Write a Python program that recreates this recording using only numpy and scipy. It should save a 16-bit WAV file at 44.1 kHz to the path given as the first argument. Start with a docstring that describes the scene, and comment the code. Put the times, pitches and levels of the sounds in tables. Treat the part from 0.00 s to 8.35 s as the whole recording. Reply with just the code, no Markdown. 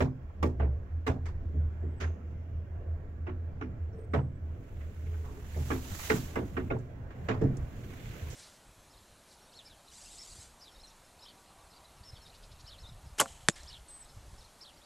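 """Inside a steel lift car going down: noise shaped by the car's air modes makes a dull rumble,
and a narrow low hum with swelling sine waves makes the boom. Guide shoes and panels knock as
rattling noise that rings the small box; fittings tick as short bursts of filtered noise.
Wavering near sines squeal and moan, and cloth rustles as hiss close to a two-port
microphone as the rider turns."""
import sys
import numpy as np
from scipy import signal
from scipy.fft import rfft, irfft
from scipy.io import wavfile
from scipy.ndimage import uniform_filter1d

SR = 44100
rng = np.random.default_rng(int(sys.argv[2]) if len(sys.argv) > 2 else 0)


def store_wav(level_fs):
    """Save 16-bit WAV to argv[1]."""
    pcm = np.round(np.clip(np.atleast_2d(level_fs), -1, 1) * 32767)
    wavfile.write(sys.argv[1], SR, pcm.T.astype(np.int16))


def ratio_of_db(decibels):
    """Turn decibels (scalar or array-like) into linear amplitude factors; 0 dB maps to 1."""
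    return 10 ** (np.asarray(decibels, float) / 20)


N = 368215  # length [samples]

# air and panel modes of the car: (pitch [Hz], relative level [dB], time to fall 60 dB [s])
CAR_MODES = [(117, 3, 0.5), (139.6, 0.5, 0.5), (190.9, -4.5, 0.34), (256, 1, 0.36), (315, -1.5, 0.22),
             (369, -2, 0.27), (435, 0.5, 0.18), (495, -9, 0.18), (590, -14, 0.16), (675, -9, 0.15),
             (855, -11, 0.12), (955, -15, 0.12), (1050, -17, 0.09), (1145, -9, 0.09), (1350, -13, 0.08),
             (1505, -20, 0.1), (1650, -20, 0.09), (1845, -16, 0.1), (2070, -20, 0.08), (2340, -24, 0.07),
             (2800, -28, 0.08), (3300, -33, 0.07), (5600, -35, 0.1), (7300, -47, 0.08)]
# how long dense reflections last: (frequency [Hz], time to fall 60 dB [s])
REFLECTION_TIMES = [(100, 0.65), (260, 0.22), (700, 0.29), (1840, 0.13), (4850, 0.18)]
# knocks: (time [s], body [dB], hollow [dB], clack [dB], snap [dB], fizz [dB], rattle time [s])
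KNOCK_EVENTS = [(0.004, -32, -33, -41, -57.5, -68.5, 0.0078), (0.427, -33, -33.5, -40.5, -57.5, -66, 0.01),
                (0.595, -44.5, -38, -49.5, -80, -93.5, 0.035),
                (1.065, -34.5, -33.5, -40, -55.5, -66.5, 0.012),
                (1.255, -59, -57, -53.5, -67.5, -81.5, 0.017), (1.533, -49, -54.5, -98, -102, -110, 0.017),
                (1.82, -44.5, -54.5, -78.5, -95, -105, 0.025), (2.0, -48.5, -47, -46, -57.5, -72, 0.04),
                (3.266, -43.5, -52, -52, -84, -105, 0.019), (3.611, -40, -52, -49, -77.5, -105, 0.013),
                (4.135, -35.5, -32, -39.5, -63, -72.5, 0.014), (5.561, -50, -46, -67, -63, -85, 0.027),
                (5.703, -33.5, -41, -40, -65, -77.5, 0.015), (6.098, -32, -31, -33, -50.5, -73.5, 0.0094),
                (6.356, -36, -37.5, -42.5, -66, -73.5, 0.013),
                (6.566, -33.5, -44, -42.5, -72, -89.5, 0.014), (6.702, -37, -37.5, -45, -76, -96, 0.021),
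                (7.285, -35.5, -34.5, -39.5, -61, -90.5, 0.018),
                (7.411, -29.5, -34, -56.5, -65.5, -85, 0.016)]
# colour of the reflections of a blow: (frequency [Hz], relative level [dB per Hz])
REFLECTION_COLOUR = [(40, -39), (100, -8.5), (250, -3), (450, -13.5), (1000, -19.5), (1900, -21.5),
                     (3300, -34.5), (4600, -41.5), (7000, -44), (8600, -49.5), (15500, -49)]
# bands of a knock from thud to fizz: (low edge [Hz], high edge [Hz])
THUD_TO_FIZZ = [(100, 200), (200, 400), (400, 800), (900, 4600), (4700, 8000), (8000, 15000)]
# colour of the rumble without the car modes: (frequency [Hz], relative level [dB per Hz])
RUMBLE_COLOUR = [(12, -40), (20, -30), (65, -2), (88, -6), (187, -22.5), (713, -33.5), (916, -43.5),
                 (1690, -43.5), (3500, -61.5), (7230, -66), (8550, -93.5), (11800, -81.5), (15800, -67)]
# steady sounds of the ride: (time [s], rumble [dB], shaft drone [dB], hum [dB])
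RIDE_LEVELS = [(0.0, -55, -50, -45.5), (0.7, -54.5, -49, -45), (1.6, -52, -44.5, -36),
               (2.2, -52, -51.5, -41.5), (3.1, -55, -48.5, -39), (3.7, -53.5, -52.5, -44),
               (5.1, -55, -50.5, -45), (6.4, -52, -46.5, -45), (7.05, -51, -53, -53.5),
               (7.35, -46, -48, -55), (7.47, -45, -41, -49), (7.88, -52, -51.5, -53), (8.35, -52, -55, -64)]
# swells of the boom: (peak time [s], peak level [dB], pitch [Hz], length [s])
BOOM_SWELLS = [(0.03, -26.5, 81.6, 0.078), (0.296, -33, 78.8, 0.089), (0.456, -27.5, 80.3, 0.13),
               (0.657, -24.5, 70, 0.21), (0.973, -33, 82.6, 0.23), (1.107, -25.5, 81.6, 0.032),
               (1.378, -34.5, 77.92, 0.21), (1.601, -25, 79.7, 0.08), (1.87, -33, 81.12, 0.18),
               (2.07, -30, 81, 0.16), (2.372, -37.5, 80, 0.2), (2.577, -30.5, 79.8, 0.15),
               (2.895, -32, 83.9, 0.16), (3.47, -34, 83.3, 0.36), (3.825, -32, 82, 0.072),
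               (4.174, -29.5, 80.56, 0.15), (4.451, -34.5, 78.7, 0.14), (4.86, -37.5, 80.2, 0.12),
               (5.13, -36, 79.5, 0.27), (5.616, -30, 78, 0.22), (6.12, -38, 78.3, 0.071),
               (6.62, -37.5, 81.66, 0.22), (7.453, -30, 97.5, 0.091), (7.49, -35, 60, 0.04),
               (8.243, -36, 77.2, 0.095)]
# light taps of fittings, and two rows at 2.0 s where the knock rings on: (time [s], level [dB], centre [Hz],
# width [Hz], time to fall 60 dB [s])
TICKS = [(0.296, -54, 915, 800, 0.09), (2.005, -46.5, 2260, 1990, 0.26),
         (2.001, -58, 6440, 600, 0.37), (3.271, -74, 5500, 151, 0.12),
         (3.615, -68, 5500, 150, 0.16), (3.925, -73, 5600, 200, 0.17),
         (4.808, -55, 1660, 1500, 0.17), (5.067, -52, 2180, 700, 0.05),
         (5.139, -50.5, 1330, 900, 0.099), (5.24, -56, 950, 596, 0.99),
         (5.544, -51.5, 1880, 900, 0.11), (6.786, -65.5, 6500, 4000, 0.1),
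         (7.105, -52.5, 1200, 1850, 0.2), (7.569, -49, 6870, 2500, 0.043),
         (8.301, -52.5, 6250, 3070, 0.4)]
# thin squeals, one list each: (time [s], pitch [Hz], level [dB])
SQUEAL_CURVES = [
    [(1.86, 7400, -81), (1.96, 7930, -79), (1.985, 7960, -68)],
    [(3.93, 8450, -94), (4.005, 8480, -72), (4.06, 8050, -78), (4.2, 8000, -75), (4.3, 7850, -83),
     (4.38, 7700, -85)],
]
# moans of a panel, one list each: (time [s], pitch [Hz], level [dB])
MOAN_CURVES = [
    [(3.92, 415, -61), (3.95, 440, -57.5), (4.05, 442, -55)],
    [(5.05, 432, -61), (5.134, 427, -56), (5.4, 422, -61)],
]
# colour of rubbing cloth: (frequency [Hz], relative level [dB per Hz])
CLOTH_COLOUR = [(300, -25.5), (600, 2.5), (1400, 2), (2800, 0.5), (5200, -4.5), (6800, 0.5), (7800, -3),
                (8500, -10), (12000, -6), (15800, -6)]
# how strongly the cloth rubs: (time [s], level [dB])
RUB_LEVELS = [(4.35, -87), (4.7, -75.5), (5.45, -65.5), (5.72, -52), (5.81, -55.5), (5.95, -50),
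              (6.05, -45.5), (6.16, -47.5), (6.4, -65.5), (6.55, -67.5), (6.9, -80), (7.07, -82.5),
              (7.25, -73), (7.51, -75), (7.9, -65), (8.35, -60)]
# the last rub is fuller in the middle: (time [s], lift [dB])
FULL_RUB_LIFT = [(7.6, -0.5), (8.08, 5.5), (8.3, 3)]
# likeness of the two microphone ports: (frequency [Hz], likeness [0 to 1])
PORT_LIKENESS = [(60, 0.92), (150, 0.99), (380, 0.73), (950, 0.034), (5980, 0.046), (15000, 0.01)]
# level of the left port over the right: (frequency [Hz], difference [dB])
PORT_LEAN = [(60, -1), (180, -1.5), (550, -2), (1650, -4.5), (4970, -4.5), (15000, -6.5)]


def read(points, hz):
    """Reads a table at any frequency, in straight lines over log frequency."""
    f, value = np.transpose(points)
    return np.interp(np.log(hz + 1), np.log(f + 1), value)


def along(rows, t):
    """Reads every column of a time table at times t."""
    s, *columns = np.transpose(rows)
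    return [np.interp(t, s, column) for column in columns]


def band_norm(db, hz, lo_hz, hi_hz):
    """Shifts a spectrum so that noise with it has unit power between two frequencies."""
    inside = (hz >= lo_hz) & (hz < hi_hz)
    return db - 10 * np.log10(np.sum(ratio_of_db(db[inside]) ** 2) / len(hz))


def grid(length, size):
    """Frequencies [Hz] and frame times [s] of short overlapping spectra."""
    return np.fft.rfftfreq(size, 1 / SR), np.arange(4 * length // size + 5) * size / 4 / SR


def likeness(hz):
    """How alike the two ports hear a frequency: sound waves that are long reach both alike."""
    return np.clip(read(PORT_LIKENESS, hz), -1, 1)


def noise(field_db, length):
    """Two-port noise shaped over frequency and time, alike in the bass."""
    bins, frames = field_db.shape
    size = 2 * (bins - 1)
    a, b, c, d = rng.standard_normal((frames, bins, 4)).T
    same = likeness(grid(length, size)[0])[:, None]
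    left = a + 1j * b
    right = same * left + np.sqrt(1 - same ** 2) * (c + 1j * d)
    unit = 2 * np.sqrt(3 / 4 / size)  # brings the noise to unit power at 0 dB
    spectra = unit * np.array([left, right]) * ratio_of_db(field_db)
    return signal.istft(spectra, nperseg=size, noverlap=3 * size // 4)[1][:, :length]


def patches(shape, bins, frames):
    """Random blobs of unit spread, smoothed over frequency and time."""
    p = rng.standard_normal(shape[::-1]).T
    p = uniform_filter1d(uniform_filter1d(p, size=bins, axis=0), size=frames, axis=1)
    return p / p.std()


def car_modes_db(hz, depth_db, widen):
    """Steady noise is lifted near each mode of the car; a shorter ring makes a wider peak."""
    lift = 0
    for mode_hz, _, t60 in CAR_MODES:
        lift = lift + 1 / (1 + (2 * (hz - mode_hz) * t60 / (3.33 * widen)) ** 2)
    return 10 * np.log10(1 + ratio_of_db(depth_db) ** 2 * lift)


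def add(mix, s, sound):
    """Lays a sound into the mix at time s."""
    part = mix[:, round(s * SR):][:, :sound.shape[1]]
    part += sound[:, :part.shape[1]]


def rumble():
    """Rollers and ropes shake the car; air modes colour the noise, the shaft adds a deep drone."""
    hz, t = grid(N, size=2048)
    level_db, drone_db = along(RIDE_LEVELS, t)[:2]
    colour = read(RUMBLE_COLOUR, hz) + car_modes_db(hz, depth_db=7.0, widen=0.76)
    colour = band_norm(colour, hz, lo_hz=150, hi_hz=700)
    deep = -20 * np.log10(1 + (19 / (hz + 1)) ** 4) - 3 * np.log2(hz + 1)
    deep = band_norm(deep, hz, lo_hz=20, hi_hz=60)
    share = np.clip((hz - 60) / 40, 0, 1)[:, None]  # the drone gives way to the rumble
    field = share * (colour[:, None] + level_db) + (1 - share) * (deep[:, None] + drone_db)
    field += 1.57 * patches(field.shape, bins=12, frames=8)
    field += 1.5 * patches(field.shape, bins=60, frames=30)
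    return noise(field, N)


def boom():
    """The lowest air mode hums on random shaking and swells when the car is jolted."""
    hum_hz, hum_width_hz = 80.5, 9
    rise_share, edge_db = 0.41, -13  # part of the length spent rising; both ends against the peak
    t = np.arange(N) / SR
    r = np.exp(-np.pi * hum_width_hz / SR)
    shake = rng.standard_normal(N) + 1j * rng.standard_normal(N)
    slow = signal.lfilter([1], [1, -2 * r, r * r], shake)
    hum = (slow * np.exp(2j * np.pi * hum_hz * t)).real
    out = ratio_of_db(along(RIDE_LEVELS, t)[2]) * hum / hum.std()
    for s, db, hz, length in BOOM_SWELLS:
        near = slice(max(round((s - 2 * length) * SR), 0), round((s + 4 * length) * SR))
        u = (t[near] - s) / length
        away = np.where(u < 0, (u / rise_share) ** 2, u / (1 - rise_share))
        wave = np.sin(2 * np.pi * (hz * t[near] + rng.random()))
        out[near] += np.sqrt(2) * ratio_of_db(db + edge_db * away) * wave
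    return out


def rattling_blow(t, rattle_s):
    """Loose parts chatter unevenly after a stronger first contact that fades four times as fast."""
    strike_db = 10  # first contact over the rattle
    bounces = ratio_of_db(4.33 * patches((1, len(t)), bins=1, frames=90)[0])
    fade = np.exp(-t / rattle_s) + ratio_of_db(strike_db) * np.exp(-4 * t / rattle_s)
    return rng.standard_normal(len(t)) * bounces * fade


def mode_ring(t):
    """Each mode of the car builds up over a few cycles, then dies as a fading sine at both ports."""
    swell_cycles, pitch_scatter, scatter_db = 2.16, 0.015, 2.5  # each blow lands elsewhere
    ring = np.zeros((2, len(t)))
    for k, (hz, db, t60) in enumerate(CAR_MODES):
        louder, higher = rng.standard_normal(2)
        level = ratio_of_db(db + scatter_db * louder - 60 * t / t60) * (1 - np.exp(-t * hz / swell_cycles))
        phase = 2 * np.pi * hz * (1 + pitch_scatter * higher) * t
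        turn = np.arccos(likeness(hz)) / 2 * (-1) ** k  # the ports hear each mode a little apart
        ring += level * np.sin([phase + turn, phase - turn])
    return ring


def reflections(length, rattle_s):
    """Dense echoes fill the car: low ones stay level while it rattles, then each band dies."""
    hold_rattles, hold_hz = 1.5, 3000  # hold in rattle times; halved at hold_hz, shorter above
    hz, frame = grid(length, size=256)
    held = np.maximum(frame - hold_rattles * rattle_s / (1 + hz[:, None] / hold_hz), 0)
    uneven_db = 3 * patches((len(hz), len(frame)), bins=2, frames=12)
    uneven_db += 2 * patches((1, len(frame)), bins=1, frames=3)
    fall_db = 60 * held / read(REFLECTION_TIMES, hz)[:, None]
    return noise(uneven_db + read(REFLECTION_COLOUR, hz)[:, None] - fall_db, length)


def set_bands(sound, band_db):
    """Filters a blow so that each band has its level over the first 50 ms."""
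    length = sound.shape[1]
    f = np.fft.rfftfreq(2 * length, 1 / SR)
    power = abs(rfft(sound.mean(0)[:length // 10], 2 * length)) ** 2 * 10 / length ** 2
    points = []
    for (lo, hi), db in zip(THUD_TO_FIZZ, band_db):
        lift_db = db - 10 * np.log10(power[(f > lo) & (f < hi)].sum())
        points += [(1.59 * lo, lift_db), (hi / 1.58, lift_db)]
    colour_db = read(sorted(points), f)
    colour_db -= 20 * np.log10(1 + (80 / (f + 5)) ** 4)  # a blow holds little deep bass
    circle = np.log(ratio_of_db(np.r_[colour_db, colour_db[-2:0:-1]]))
    causal = np.exp(circle - 1j * signal.hilbert(circle).imag)[:len(f)]  # no sound before the blow
    return irfft(rfft(sound, 2 * length) * causal)[:, :length]


def knock(body_db, hollow_db, clack_db, snap_db, fizz_db, rattle_s):
    """A rattling blow rings the modes of the car and fills it with reflections."""
    length = SR // 2
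    t = np.arange(length) / SR
    blow = rattling_blow(t, rattle_s)
    rung = signal.fftconvolve(blow[None], mode_ring(t), axes=1)[:, :length]
    dense = reflections(length, rattle_s)
    sound = rung / rung.std() + ratio_of_db(-5.5) * dense / dense.std()
    sound *= 1 - np.exp(-t / (0.059 * rattle_s))  # a longer rattle starts more softly
    # the thud gains on the hollow band when the clack is weaker
    thud_db = hollow_db - 4 + 0.43 * (hollow_db - clack_db)
    return set_bands(sound, [thud_db, body_db, hollow_db, clack_db, snap_db, fizz_db])


def tick(db, centre_hz, width_hz, t60):
    """A short burst with one resonance, narrow or broad, and a tail."""
    length = SR // 4
    hz, frame = grid(length, size=256)
    shape = -20 * np.log10(1 + (2 * (hz - centre_hz) / width_hz) ** 2)
    shape = band_norm(shape, hz, lo_hz=0, hi_hz=SR)
    sound = noise(db + shape[:, None] + 0 * frame, length)
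    t = np.arange(length) / SR
    return sound * ratio_of_db(-60 * t / t60) * (1 - np.exp(-t * width_hz))


def tone(rows, waver, flutter_db):
    """A near sine on a pitch and a level curve; smoothed noise unsettles both."""
    t = np.arange(N) / SR
    pitch_hz, level_db = along(rows, t)
    hz = uniform_filter1d(pitch_hz, size=1500)
    hz *= 1 + waver * uniform_filter1d(rng.standard_normal(N), size=2000)
    level_db = level_db + flutter_db * patches((1, N), bins=1, frames=900)[0]
    start, end = rows[0][0] - 0.035, rows[-1][0] + 0.024
    fade = np.clip(np.minimum(t - start, end - t) / 0.027, 0, 1)
    return np.sqrt(2) * ratio_of_db(level_db) * fade * np.sin(2 * np.pi * np.cumsum(hz) / SR)


def squeal(rows):
    """A thin, high near sine with a slight waver."""
    return tone(rows, waver=0.15, flutter_db=4)


def moan(rows):
    """A panel moans as a lower near sine that wavers more."""
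    return tone(rows, waver=1.2, flutter_db=5)


def rustle():
    """Cloth slides over cloth: smooth hiss with soft patches and brief scuffs."""
    firm_db, dull_per_db = -54.5, 0.4345  # a lighter rub than firm_db is duller
    rasp_hz, rasp_width_hz, rasp_per_db = 2070, 160, 0.75  # a firmer one rasps in one band
    full_hz, full_octaves = 2400, 1
    hz, t = grid(N, size=256)
    level_db = along(RUB_LEVELS, t)[0]
    shape = band_norm(read(CLOTH_COLOUR, hz), hz, lo_hz=4000, hi_hz=15000)
    shape[hz < 400] -= 40
    hz = hz[:, None]
    low = np.clip(np.log2(4500 / (hz + 1)), 0, 1)  # part of the sound below the hiss
    field = shape[:, None] + level_db + low * dull_per_db * (firm_db - level_db)
    rasp_db = rasp_per_db * np.maximum(level_db - firm_db, 0)
    field += rasp_db / (1 + (2 * (hz - rasp_hz) / rasp_width_hz) ** 2)
    middle = np.exp(-(np.log2((hz + 1) / full_hz) / full_octaves) ** 2)
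    field += along(FULL_RUB_LIFT, t)[0] * middle
    scuffs = patches((1, len(t)), bins=1, frames=6)
    field += 1.1 * patches(field.shape, bins=4, frames=16) + (0.7 + 1.2 * low) * scuffs
    return noise(field, N)


def scene():
    """Boom, rumble, knocks, ticks, faint tones and rustle together."""
    mix = rumble() + boom() + rustle()
    for s, *blow in KNOCK_EVENTS:
        add(mix, s, knock(*blow))
    for s, *tap in TICKS:
        add(mix, s, tick(*tap))
    for rows in SQUEAL_CURVES:
        mix[0] += squeal(rows)  # left port only
    for rows in MOAN_CURVES:
        mix += moan(rows)
    return mix


def band_limit(x):
    """A steep low-pass at the top of the band."""
    return signal.sosfilt(signal.butter(12, 16290, fs=SR, output="sos"), x)


def record(dry):
    """The two microphone ports differ in level, most in the treble; the top is cut off."""
    hz = np.fft.rfftfreq(N, 1 / SR)
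    lean_db = read(PORT_LEAN, hz) / 2  # half up on the left, half down on the right
    passed = hz < 15800
    finished = irfft(rfft(dry) * ratio_of_db([lean_db, -lean_db]) * passed, N)
    return band_limit(finished)


dry = scene()
out = record(dry)
store_wav(out)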